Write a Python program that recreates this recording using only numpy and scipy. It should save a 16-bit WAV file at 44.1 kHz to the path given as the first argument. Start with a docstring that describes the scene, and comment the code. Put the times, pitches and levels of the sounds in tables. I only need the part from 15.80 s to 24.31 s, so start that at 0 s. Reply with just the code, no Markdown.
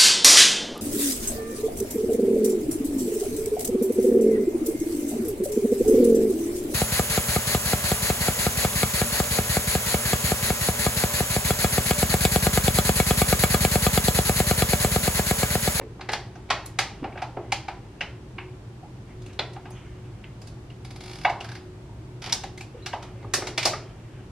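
"""In a small hard-walled room with a fan running, a thin plastic bottle is squeezed and drunk from.
Its wall buckles in sharp pops, made of clicks coloured by the wall, the dent and the air inside.
Creaks are runs of small pops; short rising tones make glugs, thumps, ticks and chirps; the label rustles.
The walls answer each sound with echoes and a dense tail; the fan is broad noise with narrow hums.
Two close microphone ports hear the bass alike and the treble nearly opposite."""
import sys
import numpy as np
from scipy import signal
from scipy.fft import rfft, irfft, next_fast_len
from scipy.io import wavfile

SR = 44100
rng = np.random.default_rng(int(sys.argv[2]) if len(sys.argv) > 2 else 0)


def store_wav(level_fs):
    """Save 16-bit WAV to argv[1]."""
    pcm = np.round(np.clip(np.atleast_2d(level_fs), -1, 1) * 32767)
    wavfile.write(sys.argv[1], SR, pcm.T.astype(np.int16))


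N = 375291  # length in samples, about 8.5 s


def amp(db):
    """Turns dB into a plain factor."""
    return 10 ** (np.asarray(db) / 20)


def evened(x):
    """Scales a sound to an average (RMS) level of 1."""
    return x / np.sqrt(np.mean(x ** 2) + 1e-20)


def read(points, hz):
    """Reads a curve of (Hz, value) at any pitch, straight between points on a log pitch scale."""
    point_hz, value = np.transpose(points)
    return np.interp(np.log(hz + 1), np.log(point_hz + 1), value)


def add(mix, start_s, sound):
    """Adds a sound into the mix at a start time, cut off where the mix ends."""
    part = mix[round(start_s * SR):][:len(sound)]
    part += sound[:len(part)]


def resonate(x, hz, width):
    """Shifts hz down to zero, smooths twice and shifts back: a steep resonance."""
    turn = np.exp(2j * np.pi * hz * np.arange(len(x)) / SR)
    r = np.exp(-np.pi * width / SR)
    smooth = signal.lfilter([(1 - r) ** 2], [1, -2 * r, r * r], x / turn)
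    return 2 * (turn * smooth).real


def colour(x, points):
    """Filters a sound by a spectrum of (Hz, dB)."""
    size = next_fast_len(N)
    gain = amp(read(points, np.fft.rfftfreq(size, 1 / SR)))
    return irfft(rfft(x, size) * gain, size)[:N]


# The tone of the moving air. Each row: pitch in Hz, relative level per Hz in dB.
AIR_TONE = [(12, -45), (20, -57), (43, -2.5), (70, -9), (113, -4), (154, -7), (210, -10.5), (262, -14.5),
            (301, -10.5), (367, -14), (527, -21.5), (897, -24.5), (1290, -30.5), (11400, -49.5),
            (16000, -49)]
# The hums of motor and duct. Each row: pitch in Hz, width in Hz, level in dB.
HUMS = [(63, 35, -51), (102.2, 4.9, -52.5), (118.8, 18.2, -44.5), (319.2, 12.8, -60), (367, 4.5, -53.5),
        (394, 5, -68)]
# How far left and right differ in the air noise. Each row: pitch in Hz, difference over sum in dB.
AIR_SIDE = [(60, -70), (180, -16), (550, -7.5), (1650, -1), (4970, 0.5), (15000, 2)]
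AIR_DB = -44.5


def fan():
    """Moving air is broad noise; the motor and duct hum in narrow, wavering bands. Gives mid and side."""
    mid, side = (evened(colour(noise, AIR_TONE)) for noise in rng.standard_normal((2, N)))
    hum = np.zeros(N)
    for hz, width, db in HUMS:
        hum += amp(db) * evened(resonate(rng.standard_normal(N), hz, width))
    return amp(AIR_DB) * mid + hum, amp(AIR_DB) * colour(side, AIR_SIDE)


# How long the room rings. Each row: pitch in Hz, time to fall by 60 dB in seconds.
RING_TIMES = [(300, 0.66), (800, 0.49), (2100, 0.37), (5500, 0.37), (12000, 0.24)]


def room_tails(tail_db):
    """Six dense tails of random echoes, each pitch dying at its own pace."""
    length, spacing = SR * 6 // 10, 10  # in samples: one echo in every stretch of 10
    taps = np.zeros((6, length))
    jitter = rng.integers(0, spacing, (6, (length - 1) // spacing))
    at = np.arange(0, length - spacing, spacing) + jitter
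    np.put_along_axis(taps, at, rng.choice([-1., 1.], at.shape), 1)
    hz, t, spectrum = signal.stft(taps, SR, nperseg=256)
    decay = amp(-60 * t / read(RING_TIMES, hz)[:, None])
    tails = signal.istft(spectrum * decay, SR, nperseg=256)[1][:, :length]
    t = np.arange(length) / SR
    tails *= (1 - np.exp(-t / 0.00088)) * (1 + 1.21 * np.exp(-t / 0.021))  # builds up, strongest early
    return tails * amp(tail_db) / np.linalg.norm(tails, axis=1, keepdims=True)


# The straight path, then the single echoes. Each row: delay in seconds, level in dB.
NEAR_ECHOES = [(0, -3), (.0021, -5), (.0039, 0), (.0053, -6), (.0065, -7), (.0095, -11), (.013, -12)]
DIRECT_CUT_HZ, DIRECT_CUT = 1600, 0.57  # the straight path arrives thin: corner, share of the bass lost
# While the bottle is held up, one near surface throws it back harder.
LOWERED_S, RAISED_ECHO_S, RAISED_ECHO_DB = 7.4, .0039, -9


def room(x, tail_db):
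    """Near surfaces send single echoes, then a dense tail; six tails take turns as the bottle moves."""
    toward_ports, all_round = x
    tails = room_tails(tail_db)
    r = np.exp(-2 * np.pi * DIRECT_CUT_HZ / SR)
    bass = (1 - r) * r ** np.arange(60)
    near = np.zeros(1000)
    add(near, 0, -DIRECT_CUT * amp(NEAR_ECHOES[0][1]) * bass)
    for delay_s, db in NEAR_ECHOES:
        add(near, delay_s, amp([db]))
    # 7.3 tails a second come round, each fading smoothly into the next
    away = (7.3 * np.arange(N) / SR + np.arange(6)[:, None]) % 6 - 3
    turn = np.cos(np.pi / 2 * np.clip(away, -1, 1)) ** 2
    out = signal.oaconvolve(all_round * turn, tails, axes=1)[:, :N].sum(0)
    out += signal.oaconvolve(toward_ports, near)[:N]
    add(out, RAISED_ECHO_S, amp(RAISED_ECHO_DB) * toward_ports[:round(LOWERED_S * SR)])
    return out


# Fingers shift on the label. Each row: time in seconds, level in dB, gliding from row to row.
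RUSTLE_LEVELS = [(0, -91), (1.2, -67.5), (1.4, -105), (1.648, -68), (3.2, -99), (3.301, -65.5),
                 (3.38, -100), (3.5, -61), (3.62, -103), (3.9, -71), (3.96, -60), (4.12, -71.5),
                 (4.25, -73), (4.8, -91), (6.85, -100), (6.93, -71.5), (7.2, -68), (7.5, -72), (7.6, -53),
                 (7.749, -86), (7.9, -63), (8.25, -74), (8.38, -67), (8.51, -90)]


def label_rustle():
    """Random grains ring six patches of label, each at its own pitch, with a fainter high band."""
    grains_per_s = 400
    grains = rng.standard_normal((6, N)) * (rng.random((6, N)) < grains_per_s / SR)
    patches = sum(resonate(patch, hz, 650) for patch, hz in zip(grains, np.linspace(1200, 3100, 6)))
    high = resonate(grains.sum(0), 5600, 4000)
    rustle = evened(evened(patches) + amp(-17.5) * evened(high))
    return rustle * amp(np.interp(np.arange(N) / SR, *np.transpose(RUSTLE_LEVELS)))


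def rising_tone(db, hz):
    """A tone rings briefly, rising in pitch; lower tones ring longer."""
    t = np.arange(3000) / SR
    decay_s = 0.0027 + 0.59 / hz  # a least time plus part of a cycle
    tone = np.sin(2 * np.pi * hz * (t + 3. * t ** 2))
    return amp(db) * tone * np.exp(-t / decay_s) * (1 - np.exp(-t / .001))


# Short rising tones: low glugs and thumps, small ticks and high chirps.
# Each row: start in seconds, level in dB, starting pitch in Hz.
SHORT_TONES = [(0.01, -29.5, 424), (1.222, -28.5, 262), (1.5, -52, 504), (1.4, -42, 370), (1.5, -52, 580),
               (3.026, -38.5, 776), (3.596, -39, 420), (3.627, -42, 424), (3.915, -48.5, 6300),
               (6.09, -43, 890), (6.945, -37, 443), (7.022, -42, 3950), (7.35, -44, 550), (7.58, -30, 420)]


def short_tones():
    """Each tone sounds the same toward the microphone and all round. Rows of start and sound."""
    return [(start_s, np.tile(rising_tone(db, hz), (2, 1))) for start_s, db, hz in SHORT_TONES]


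def clicks():
    """One click and a few weaker ones as neighbouring folds give way; total energy 1."""
    folds, folds_s = .17, .005  # strength of the neighbouring folds, how soon they die in seconds
    luck, t = rng.standard_normal((2, 900)), np.arange(900) / SR
    train = folds * luck[0] * (abs(luck[1]) > 2) * np.exp(-t / folds_s)
    train[0] = 1
    return train / np.linalg.norm(train)


def peaks(hz, centres):
    """Resonance heights in dB from rows (Hz, height dB)."""
    spread = 0.1  # relative width of a resonance
    return sum(height / (1 + (np.log((hz + 1) / centre) / spread) ** 2) for centre, height in centres)


# How strongly the thin wall sends out a click. Each row: pitch in Hz, level in dB.
WALL = [(120, 12.5), (250, 28.5), (400, 39), (490, 32), (620, 34), (790, 35), (1050, 24), (1500, 17.5),
        (2200, 12.5), (3000, 15), (4800, 20.5), (6000, 19), (6800, 17), (8000, 15.5), (11000, 9.5),
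        (16000, -2)]
HOLLOW_HZ, KNOCK_HZ = 800, 2200  # pitch of the air inside; above the second, its part has faded and the treble slope begins
DENT_ALL_ROUND = .45  # share of a dent's resonance height that spreads to the far walls
HOLLOW_ALL_ROUND_DB = -1  # the air inside rings slightly weaker all round


def pop(db, hollow_db, thump_db, slope_db, dent_hz, dent_db, other_hz, other_db, more=()):
    """Clicks ring the wall, the dent and the air inside: one row toward the microphone, one all round."""
    hz = abs(np.fft.fftfreq(2048, 1 / SR))
    low_db = read([(HOLLOW_HZ / 2, hollow_db + thump_db), (HOLLOW_HZ, hollow_db), (KNOCK_HZ, 0)], hz)
    treble_db = slope_db * np.clip(np.log2((hz + 1) / KNOCK_HZ), 0, 2)
    shared_db = read(WALL, hz) + db + low_db + treble_db + peaks(hz, more)
    dent_peaks_db = peaks(hz, [(dent_hz, dent_db), (other_hz, other_db)])
    hollow_cut_db = HOLLOW_ALL_ROUND_DB / (1 + (np.log((hz + 1) / HOLLOW_HZ) / 0.22) ** 2)
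    all_round_db = DENT_ALL_ROUND * dent_peaks_db + hollow_cut_db
    log_gain = np.log(amp(shared_db + np.array([dent_peaks_db, all_round_db])))
    # the phase follows from the log gain, so that nothing rings before the click
    ring = np.fft.ifft(np.exp(np.conj(signal.hilbert(log_gain)))).real[:, :1024]
    return signal.fftconvolve(clicks()[None], ring, axes=1)


def slips(curve, first_db, last_db):
    """A slip falls on the start and on every whole step of the running slip count: rows (s, dB)."""
    s, rate = np.transpose(curve)
    t = np.arange(s[0], s[-1], 1 / SR)
    count = np.cumsum(np.interp(t, s, rate)) / SR
    at = np.interp(np.arange(int(count[-1]) + 1), count, t)
    return zip(at, np.linspace(first_db, last_db, len(at)))


# A dent rolling under the fingers slips in short steps, one list per creak.
# Each row in a list: time in seconds, slips per second.
CREAK_CURVES = [
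    [(5.0478, 16.2), (5.188, 20.5), (5.294, 62.2), (5.375, 30), (5.439, 48.7)],
    [(5.6432, 12), (5.701, 39), (5.76, 18.5)],
    [(6.4197, 52), (6.455, 50), (6.47, 22), (6.5, 33), (6.522, 45)],
]
# The slips of each creak. Each row: first slip in dB, last slip in dB, then as in the pops below
# from the hollow part on: hollow part in dB, octave below in dB, treble slope in dB per octave,
# resonance in Hz, its height in dB, second resonance in Hz, its height in dB.
CREAK_LEVELS = [(-35.5, -34.5, -12.5, -17, -9, 2220, 9.2, 3530, 5.3),
                (-27.5, -29, -16, -25, -13, 1600, 12, 2700, 4.1),
                (-23, -18, -22.5, -14, -15, 3300, 4.6, 6100, 6.9)]
# Peaks added to every slip, all round: a ring at 4900 Hz and a bright hiss above.
# Each row: pitch in Hz, height in dB.
SLIP_PEAKS = [(4900, 5.5), (10300, 11.5), (13500, 14)][:2]


def creaks():
    """A creak is a run of small pops, one for each slip of the dent. 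Rows of start and sound."""
    rows = []
    for curve, (first_db, last_db, *columns) in zip(CREAK_CURVES, CREAK_LEVELS):
        for start_s, db in slips(curve, first_db, last_db):
            rows.append((start_s, pop(db, *columns, more=SLIP_PEAKS)))
    return rows


# The buckling pops. Each row: start in seconds, strength in dB, how far the hollow part (the pushed air
# inside) stands above the strength in dB, the octave below above the hollow part in dB, treble slope in
# dB per octave, then two resonances of the dent that gives way: first resonance in Hz, its height in dB,
# second resonance in Hz, its height in dB.
POPS = [(0.012, -33.5, -13.5, -21, -23, 1030, 12, 2500, 8), (0.1928, -38, -2, -12, -31, 1100, 8, 1800, 6),
        (0.2098, -18.5, -18, -23, -19, 1800, 3, 5000, 5),
        (0.289, -14.5, -16, -4, -15.5, 1890, 12.5, 880, 5), (0.3183, -31.5, -5, -7, -2, 1710, 24, 6000, -6),
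        (0.332, -8, -17, -16, -13, 1740, 5.5, 920, 4), (0.5547, -39, -2, -34, -13.5, 1544, 10, 6060, 15),
        (.6898, -34.5, -12, 0, -20, 2270, 11, 3800, 11),
        (0.7028, -3.5, -18.5, -13.5, -15.5, 1080, 15, 2000, 1),
        (0.859, -45, -16, -22, 3, 11200, 21, 4000, 6), (.988, -7, -16, -15, -9, 2130, 12, 1540, 3),
        (1.2275, -38.5, 1.5, -1, -21, 1000, -2, 2520, 5), (1.2409, -22.5, -6, -9.5, -23, 780, 8.5, 2940, 6),
        (1.323, -34, -27, -17, -25, 2440, 13, 1000, 1), (1.3558, -31, -9, -2, -29, 1500, 5, 2800, 7),
        (1.3748, -20.5, -17.5, -23, -24, 2000, -1, 4500, -3),
        (1.4194, -21.5, -1.5, -26, -12.5, 2400, 10.5, 800, 3.5),
        (1.5687, -30, 2, 1.5, -24, 1830, 7.5, 2540, 10),
        (1.721, -9.5, -21, -8.5, -9.5, 2380, 13.5, 824, 20), (1.8824, -21, -6, -29, -16, 2410, 9, 770, 7.5),
        (2.2083, -13, -20, -7.5, -18, 2200, 5.5, 2860, 13.5),
        (2.583, -17.5, -23, -34, -29, 2700, 13, 970, 8.5), (3.419, -44, -26, -14, -6, 3680, 12, 1800, 5),
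        (3.461, -41, -15, 5, -4, 2560, 19, 5000, -12),
        (3.5913, -11.5, -17, -2, -17.5, 3430, 13.5, 4220, 14),
        (3.529, -45.5, -13, -8, -5, 2900, 8, 1800, 5), (3.7326, -40.5, -23, -16, -8, 9700, 15, 4570, -1),
        (3.7623, -31, -6, -32, -21, 810, 14.5, 2000, -2), (3.8546, -28, -15.5, -11, -25, 1030, 5, 1900, -2),
        (3.9045, -56.5, 13.5, -10, 5, 10200, 11, 6200, -11),
        (4.4393, -26, -34, -14, -29, 2980, 16, 1840, 8), (4.6166, -41, -9, -11, -3.5, 2360, 3, 6000, -1),
        (4.6718, -41, -14, -11, -4.5, 4270, 9, 9300, 9),
        (4.901, -35.5, -34, -19, -18, 2920, 15.5, 1900, -9),
        (5.4487, -8.5, -4.5, -19.5, -20.5, 2230, 12.5, 3480, 7.5),
        (5.4953, -24.5, -6, -6, -11.5, 810, 14, 2100, 15), (5.6052, -28, -11, -6, -10, 2800, 19.5, 680, 6),
        (6.4709, -30, -7, -2, -10, 2420, 4, 5000, 5),
        (6.5247, -17.5, -12, -15, -2.5, 5440, 14.5, 3640, 13.5),
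        (6.636, -23, -15.5, -2.5, -9.5, 804, 17.5, 1720, 6),
        (6.776, -32.5, -20, -8, -5, 2070, 16, 5030, -9), (6.8081, -31, -9, -19, -6, 2470, 21, 5000, -7),
        (7.0611, -16.5, -18, -20, -9.5, 2410, 2, 3520, 1.5),
        (7.1289, -29, -31, -4, -17, 1790, 23, 3030, 20), (7.1337, -24, -5, -8, -15, 960, 17, 1740, 2),
        (7.225, -27.5, -18, -18, -10.5, 1240, 12, 4800, -7), (7.4267, -41, -5, 8, -15, 2090, 13, 3720, 10),
        (7.4436, -44, 4.5, 3.5, -31, 1170, 20, 2400, -4),
        (7.5372, -14, -17, -2.5, -1.5, 1870, 17.5, 1090, 15.5),
        (7.577, -43, 8, 1.5, -22, 1070, 5, 2000, -3), (7.6202, -18.5, -11.5, 0.5, -31, 910, 3, 3000, 1),
        (7.6696, -22, -12, -8, -7, 2120, 12, 2800, 2), (7.7774, -8, -21.5, -6, -10, 2150, 6, 666, 13),
        (7.829, -13, -27, -22, -10, 2170, 8, 2980, 0), (7.8541, -9, -13, -6.5, -5, 4800, 8, 680, 5),
        (7.865, -20.5, -5, -10, -2.5, 5400, 3, 700, 13), (7.875, -21.5, -11, -5, -5, 2180, 14, 5200, 0),
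        (7.886, -32, -22, -8, -16, 4200, 0, 700, 3), (7.98, -41, -17, 3, -28, 1450, 8, 2400, 0),
        (7.933, -18.5, -18, 0.5, -34, 1250, 26, 3000, 5)]


def pops():
    """Each dent that gives way makes one pop with its own colour. Rows of start and sound."""
    return [(start_s, pop(*columns)) for start_s, *columns in POPS]


def bottle():
    """All bottle sounds in two rows: as sent to the microphone, and as spread all round."""
    out = np.zeros((2, N))
    for start_s, sound in pops() + creaks() + short_tones():
        add(out.T, start_s, sound.T)
    return out + label_rustle()


# How far left and right differ for the bottle. Each row: pitch in Hz, level in dB.
BOTTLE_SIDE = [(60, -14), (150, -30), (380, -28), (950, -24.5), (2380, -17.5), (5980, -3), (9000, 3),
               (15000, 18)]


def bottle_in_room():
    """The bottle as the two ports hear it: mid is what they share, side is what differs."""
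    dry_bottle = bottle()
    mid = room(dry_bottle, tail_db=8.5)
    side = colour(room(dry_bottle, tail_db=11.5), BOTTLE_SIDE)
    # the ports differ in arrival time: a quarter turn of phase
    side = signal.hilbert(side, next_fast_len(N)).imag[:N]
    side -= 0.024 * mid  # the right port is a little louder
    return mid, side


def scene():
    """Bottle and fan together, left and right."""
    mid, side = bottle_in_room()
    air_mid, air_side = fan()
    return np.array([mid + air_mid + side + air_side, mid + air_mid - side - air_side])


# How the microphone dulls the treble. Each row: pitch in Hz, level in dB.
MICROPHONE = [(20, 0), (8500, 0), (11000, -4), (13000, -9), (15000, -16), (16000, -32)]
EDGE_HZ = 16400  # top of the band


def record(dry):
    """The treble falls away; then the band limit."""
    dulled = np.array([colour(x, MICROPHONE) for x in dry])
    band_limit = signal.firwin(511, EDGE_HZ, window=("kaiser", 9), fs=SR)
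    return signal.oaconvolve(dulled, band_limit[None], "same")


dry = scene()
out = record(dry)
store_wav(out)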